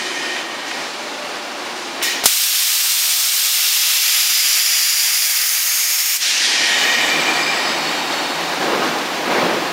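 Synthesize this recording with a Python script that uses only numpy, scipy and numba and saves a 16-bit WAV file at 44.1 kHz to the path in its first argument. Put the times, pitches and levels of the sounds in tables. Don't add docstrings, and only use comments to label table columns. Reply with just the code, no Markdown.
import sys
import numpy as np
from scipy import signal
from scipy.fft import rfft, irfft
from scipy.io import wavfile
from scipy.ndimage import uniform_filter1d
from numba import njit

SR = 44100
rng = np.random.default_rng(int(sys.argv[2]) if len(sys.argv) > 2 else 0)


def wav_record(signal):
    frames = np.transpose(np.atleast_2d(signal))
    bounded = np.clip(frames, -1, 1)
    quanta = np.round(bounded * 32767).astype(np.int16)
    wavfile.write(sys.argv[1], SR, quanta)


N = 428652
TIME = np.arange(N) / SR
FRAME_S, BIN_HZ = np.arange(N // 256 + 5) * 256 / SR, np.fft.rfftfreq(1024, 1 / SR)

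# frequency in Hz, relative spectral density in dB.
BLEED_SPECTRUM = [(150, -30), (600, -13), (1100, -12.5), (1800, -0.5), (2800, 2), (4200, 2), (6000, 0),
                  (8000, -8), (11000, -18), (15500, -37)]
SHOP_SPECTRUM = [(15, -67), (25, -52), (116, -26.5), (152, -19), (291, -1.5), (413, -6.5), (788, -2),
                 (1500, -6.5), (2440, -8), (3380, -11.5), (4420, -11.5), (6630, -19.5), (7580, -20),
                 (8450, -24), (15700, -38)]
JET_SPECTRUM = [(30, -39), (150, -35), (350, -28), (750, -14), (1050, -14.5), (1280, -8.5), (1500, -10),
                (2400, -6), (3900, -2.5), (5200, 0.5), (6500, -1), (9500, -4), (14200, -6), (15700, -6)]
LEAK_SPECTRUM = [(3000, -20), (7000, -22), (12000, 8), (15700, 5.5)]
ROAR_SPECTRUM = [(30, -34), (95, -36), (160, -8), (300, 1), (600, -1), (1200, -5.5), (2600, -12),
                 (5000, -21), (10000, -39)]
# start in s, attack in s, time open in s,
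# level in dB, emptying time in s, drive on the pipes in dB above the hiss.
SIGHS = [(-.05, .02, .42, -29, 0.8, 0), (.37, .02, .5, -44, .45, 10), (.66, 0.018, .7, -32, .3, -3),
         (1.75, .02, .2, -32.5, .15, -12), (2.016, .025, .3, -19, 0.13, -1.5),
         (6.177, .048, 3, 0.5, .24, 4)]
# frequency in Hz, half-width in Hz, relative level in dB.
PIPE_MODES = [(1717, 50, -8), (1877, 34, -1.5), (2015, 27, -10), (2176, 35, -7.5), (2370, 56, -4),
              (2510, 35, -8.5), (2980, 68, -5), (3195, 18, -11.5), (3640, 39, -9.5)]
# time in s, level in dB.
SHOP_LEVELS = [(2.3, -27), (6.15, -33.5), (6.3, -22), (7.3, -20.5), (9.7, -24)]
# time of peak in s, rise in s, fade in s, frequency in Hz, level in dB.
PORT_WHISTLES = [(.15, .3, .5, 1850, -33), (.3, .12, .12, 2480, -35), (.22, .2, .3, 3100, -36),
                 (6.53, .2, .2, 3200, -27), (6.6, .2, .45, 6980, -34), (6.7, .13, .13, 1700, -29),
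                 (6.78, .15, .25, 1881, -24), (6.82, .15, .25, 3660, -27.5), (6.88, .22, .22, 3020, -28),
                 (6.87, .11, .13, 13400, -38), (7.05, .2, .2, 12620, -42), (7.17, .6, .8, 7720, -36.5),
                 (7.27, .25, .4, 2375, -25.5), (7.4, .5, .5, 4530, -33), (7.44, .03, .42, 5020, -29),
                 (8.05, .77, .77, 3750, -34.5), (8.07, .52, .52, 4400, -35), (8.04, .27, .27, 7430, -44),
                 (9.68, .02, .04, 4400, -37)]
# time of peak in s, half-length in s, frequency in Hz, half-width in Hz, level in dB.
SHOP_HUMS = [(.14, 0.29, 367, 25, -33.5), (1.2, 0.52, 588, 15, -37.5), (1.87, 0.32, 356, 12, -36.5),
             (7.2, 1.5, 277, 54, -44), (7.57, 1.16, 780, 100, -32), (7.8, 2.3, 164, 11, -44.5)]
# start in s, crack level in dB, crack decay in s,
# thump level in dB, top of the crack's band in Hz.
VALVE_CLICKS = [(.364, -19, .005, -50, 3200), (.711, -19, .008, -50, 3000), (2.016, -18, .008, -40, 3200),
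                (2.2385, -15, .002, -10, 6500), (2.2577, -1, .004, 6, 4200)]
# frequency in Hz, time to fall 60 dB in s, relative level in dB.
FRAME_MODES = [(260, .05, -9), (430, .035, -4), (690, .025, -1), (1350, .015, -6)]
# start in s, hold in s, level in dB, fall in dB per second.
PUFFS = [(2.023, .004, -17, 150), (2.236, .02, -18, 300), (6.162, .03, -4.5, 110)]
# centre in Hz before sliding,
# half-width in Hz, gain in dB, aim in degrees, spread in degrees.
JET_BEAMS = [(2330, 700, 7, 41, 32), (3400, 1200, 5.3, 15, 18), (4550, 450, -2, 38, 18),
             (5390, 470, 7, 28, 19), (5800, 200, 4.5, 53, 5), (6400, 400, 4.3, 27, 13),
             (7150, 400, 6.3, 49.5, 7.5), (7726, 300, 5.8, 27, 15), (8300, 600, 2.5, 0, 6),
             (9500, 600, -2, 0, 35), (12400, 430, 5.3, 25, 40), (13250, 380, -2.5, 15, 40),
             (14208, 480, 4.5, 0, 40), (14208, 500, 7, 50, 16), (15700, 450, -4.5, 15.5, 4),
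             (15729, 455, 5.6, 20, 4), (16800, 500, 6.5, 38.5, 4), (16150, 500, 7.5, 44, 3.5),
             (15800, 350, 4, 52, 5)]
# time in s, frequency ratio.
BEAM_SLIDE = [(3.5, 1), (4.2, .921), (4.8, .898), (5.7, .893), (6.15, .962)]
# time in s, level in dB.
LEAK_LEVELS = [(6.3, -70), (6.7, -37), (7.5, -44), (9.7, -43.5)]
# start in s, hold in s, level in dB.
ROAR_SWELLS = [(8.52, .02, -17.5), (9.18, .07, -17)]


def amp(db):
    return 10 ** (np.asarray(db) / 20)


def unit(x):
    return x / np.sqrt(np.mean(x ** 2) + 1e-20)


def bell(x, centre, width):
    return np.exp(-((x - centre) / width) ** 2)


def envelope(start, attack, hold, fall_db_per_s):
    age = TIME - start
    return np.clip(age / attack, 0, 1) * amp(-abs(fall_db_per_s) * np.maximum(age - attack - hold, 0))


def follow(rows, t):
    times, values = np.transpose(rows)
    return np.interp(t, times, values)


def colour(points):
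    hz, db = np.transpose(points)
    return np.interp(np.log(BIN_HZ + 1), np.log(hz + 1), db)


def flutter(slow_hz, fast_hz):
    rates = np.geomspace(slow_hz, fast_hz, 30)
    return unit(sum(np.sin(2 * np.pi * (hz * FRAME_S + rng.random())) / hz ** .25 for hz in rates))


def turbulence(shape_db, patchy_db, flutter_db):
    real, imag, patches = rng.standard_normal((3, len(FRAME_S), len(BIN_HZ)))
    patches = unit(uniform_filter1d(uniform_filter1d(patches, size=10, axis=0), size=16, axis=1))
    shape = amp(shape_db) * np.ones_like(real)
    shape /= np.linalg.norm(shape, axis=1, keepdims=True)
    eddies = amp(patchy_db * patches + flutter_db * flutter(2, 30)[:, None])
    spectra = (real + 1j * imag) * shape * eddies
    return unit(signal.istft(spectra.T, nperseg=1024, noverlap=768)[1][:N])


def resonance(hz, width):
    detune = (np.fft.rfftfreq(N, 1 / SR) - hz) / width
    return unit(irfft(rfft(rng.standard_normal(N)) / (1 + detune ** 2), N))


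def sighs(flow_exponent=1.956, best_drive_db=-9, full_db_per_octave=2.0, empty_db_per_octave=-1.2):
    flow_power, drive_power, fullness = 1e-12, 0, 0
    for start, attack, open_s, db, empty_s, drive_db in SIGHS:
        pressure = 1 / (1 + ((TIME - start) / empty_s) ** 2)
        valve = envelope(start, attack, open_s, fall_db_per_s=200)
        flow = amp(db) * valve * pressure ** (flow_exponent / 2)
        flow_power += flow ** 2
        drive_power += (amp(drive_db) * flow) ** 2
        fullness += pressure * flow ** 2
    mean_pressure = np.interp(FRAME_S, TIME, fullness / flow_power)
    tilt = empty_db_per_octave + (full_db_per_octave - empty_db_per_octave) * mean_pressure
    shape_db = colour(BLEED_SPECTRUM) + tilt[:, None] * np.log2(BIN_HZ + 100)
    hiss = np.sqrt(flow_power) * turbulence(shape_db, patchy_db=1.3, flutter_db=0.5)
    ring = unit(sum(amp(db) * resonance(hz, width) for hz, width, db in PIPE_MODES))
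    drive = np.sqrt(drive_power)
    choke = 1 + (drive / amp(best_drive_db)) ** 2
    return hiss + drive / choke * ring


def seep(level_db=-37.5, tilt_db_per_octave=-2.0):
    shape_db = colour(BLEED_SPECTRUM) + tilt_db_per_octave * np.log2(BIN_HZ + 100)
    return amp(level_db) * turbulence(shape_db, patchy_db=0.8, flutter_db=0.9)


def shop_rush():
    rush = turbulence(colour(SHOP_SPECTRUM), patchy_db=-0.08, flutter_db=0.75)
    return amp(follow(SHOP_LEVELS, TIME)) * rush


def port_whistles(pitch_over_width=110):
    return sum(amp(db) * bell(TIME, peak, np.where(TIME < peak, rise, fade))
               * resonance(hz, hz / pitch_over_width) for peak, rise, fade, hz, db in PORT_WHISTLES)


def shop_hums():
    return sum(amp(db) * bell(TIME, peak, half_length) * resonance(hz, width)
               for peak, half_length, hz, width, db in SHOP_HUMS)


def valve_clicks():
    out, t = np.zeros(N), np.arange(SR // 8) / SR
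    thump = sum(amp(db - 60 * t / t60) * np.cos(2 * np.pi * hz * t) for hz, t60, db in FRAME_MODES) / 2
    for start, crack_db, decay, thump_db, top_hz in VALVE_CLICKS:
        band = signal.butter(2, [1400, top_hz], "band", fs=SR, output="sos")
        crack = unit(signal.sosfilt(band, rng.standard_normal(len(t)))) * np.exp(-t / decay)
        out[round(start * SR):][:len(t)] += amp(crack_db) * crack + amp(thump_db) * thump
    return out


def bearing(t, start_s=3.36, deg_per_s=19.8):
    return deg_per_s * np.maximum(t - start_s, 0)


def jet(open_s=2.257, shut_s=6.165, rise_s=0.045, shut_db_per_s=1100,
        off_axis_db=14.5, sag_db_per_s=1.7, axis_gain_db=14, aim_deg=21.4, spread_deg=20):
    hz = BIN_HZ / follow(BEAM_SLIDE, FRAME_S)[:, None]
    angle = bearing(FRAME_S)[:, None]
    beams_db = sum(db * bell(hz, centre, width) * bell(angle, aim, spread)
                   for centre, width, db, aim, spread in JET_BEAMS)
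    age = np.maximum(TIME - open_s, 0)
    valve = np.minimum(age / rise_s, 1) ** .4 * amp(-shut_db_per_s * np.maximum(TIME - shut_s, 0))
    supply_db = off_axis_db - sag_db_per_s * age
    directivity_db = axis_gain_db * bell(bearing(TIME), aim_deg, spread_deg)
    blast = valve * amp(supply_db + directivity_db)
    puffs = sum(amp(db) * envelope(start, 0.0056, hold, fall) for start, hold, db, fall in PUFFS)
    return (blast + puffs) * turbulence(colour(JET_SPECTRUM) + beams_db, patchy_db=0.28, flutter_db=0.67)


def leak():
    hiss = turbulence(colour(LEAK_SPECTRUM), patchy_db=.8, flutter_db=.3)
    return amp(follow(LEAK_LEVELS, TIME)) * hiss


def roar(attack_s=0.2, fall_db_per_s=32):
    swells = sum(amp(db) * envelope(start, attack_s, hold, fall_db_per_s)
                 for start, hold, db in ROAR_SWELLS)
    return swells * turbulence(colour(ROAR_SPECTRUM), patchy_db=1.0, flutter_db=0.5)


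def bench_echoes(direct, echo_db=-15, decay_s=0.027, count=60):
    delay_s = rng.uniform(.0015, .035, count)
    taps = np.zeros(SR // 8)
    taps[(delay_s * SR).astype(int)] = rng.choice([-1, 1], count) * np.exp(-delay_s / decay_s)
    echoes = signal.oaconvolve(direct, taps / np.linalg.norm(taps))[:N]
    return (direct + amp(echo_db) * echoes) / np.hypot(1, amp(echo_db))


def scene():
    noises = jet() + sighs() + seep() + shop_rush() + roar() + leak()
    mono = bench_echoes(noises) + port_whistles() + shop_hums() + valve_clicks()
    return np.array([mono, mono])


@njit
def chase(target, attack, release):
    out, held = np.zeros(len(target)), 0.
    for i in range(len(target)):
        held += (target[i] - held) * (attack if target[i] > held else release)
        out[i] = held
    return out


def record(dry, limit_db=-18.0, slope=0.92, attack_s=0.0042, release_s=0.046, emphasis=0.41,
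           notch_hz=7880, cutoff_hz=15800):
    sensed = signal.lfilter([1, -emphasis], [1], dry[0])
    power = signal.lfilter([1 / 100], [1, 1 / 100 - 1], sensed ** 2)
    excess_db = np.maximum(10 * np.log10(power + 1e-12) - limit_db, 0)
    duck_db = slope * chase(excess_db, 1 / (attack_s * SR), 1 / (release_s * SR))
    clipped = np.clip(dry * amp(-duck_db), -.87, .87)
    notched = signal.lfilter(*signal.iirnotch(notch_hz, 40, fs=SR), clipped)
    low_pass = signal.firwin(511, cutoff_hz, window=("kaiser", 8), fs=SR)
    return signal.oaconvolve(notched, low_pass[None], "same")


dry = scene()
out = record(dry)
wav_record(out)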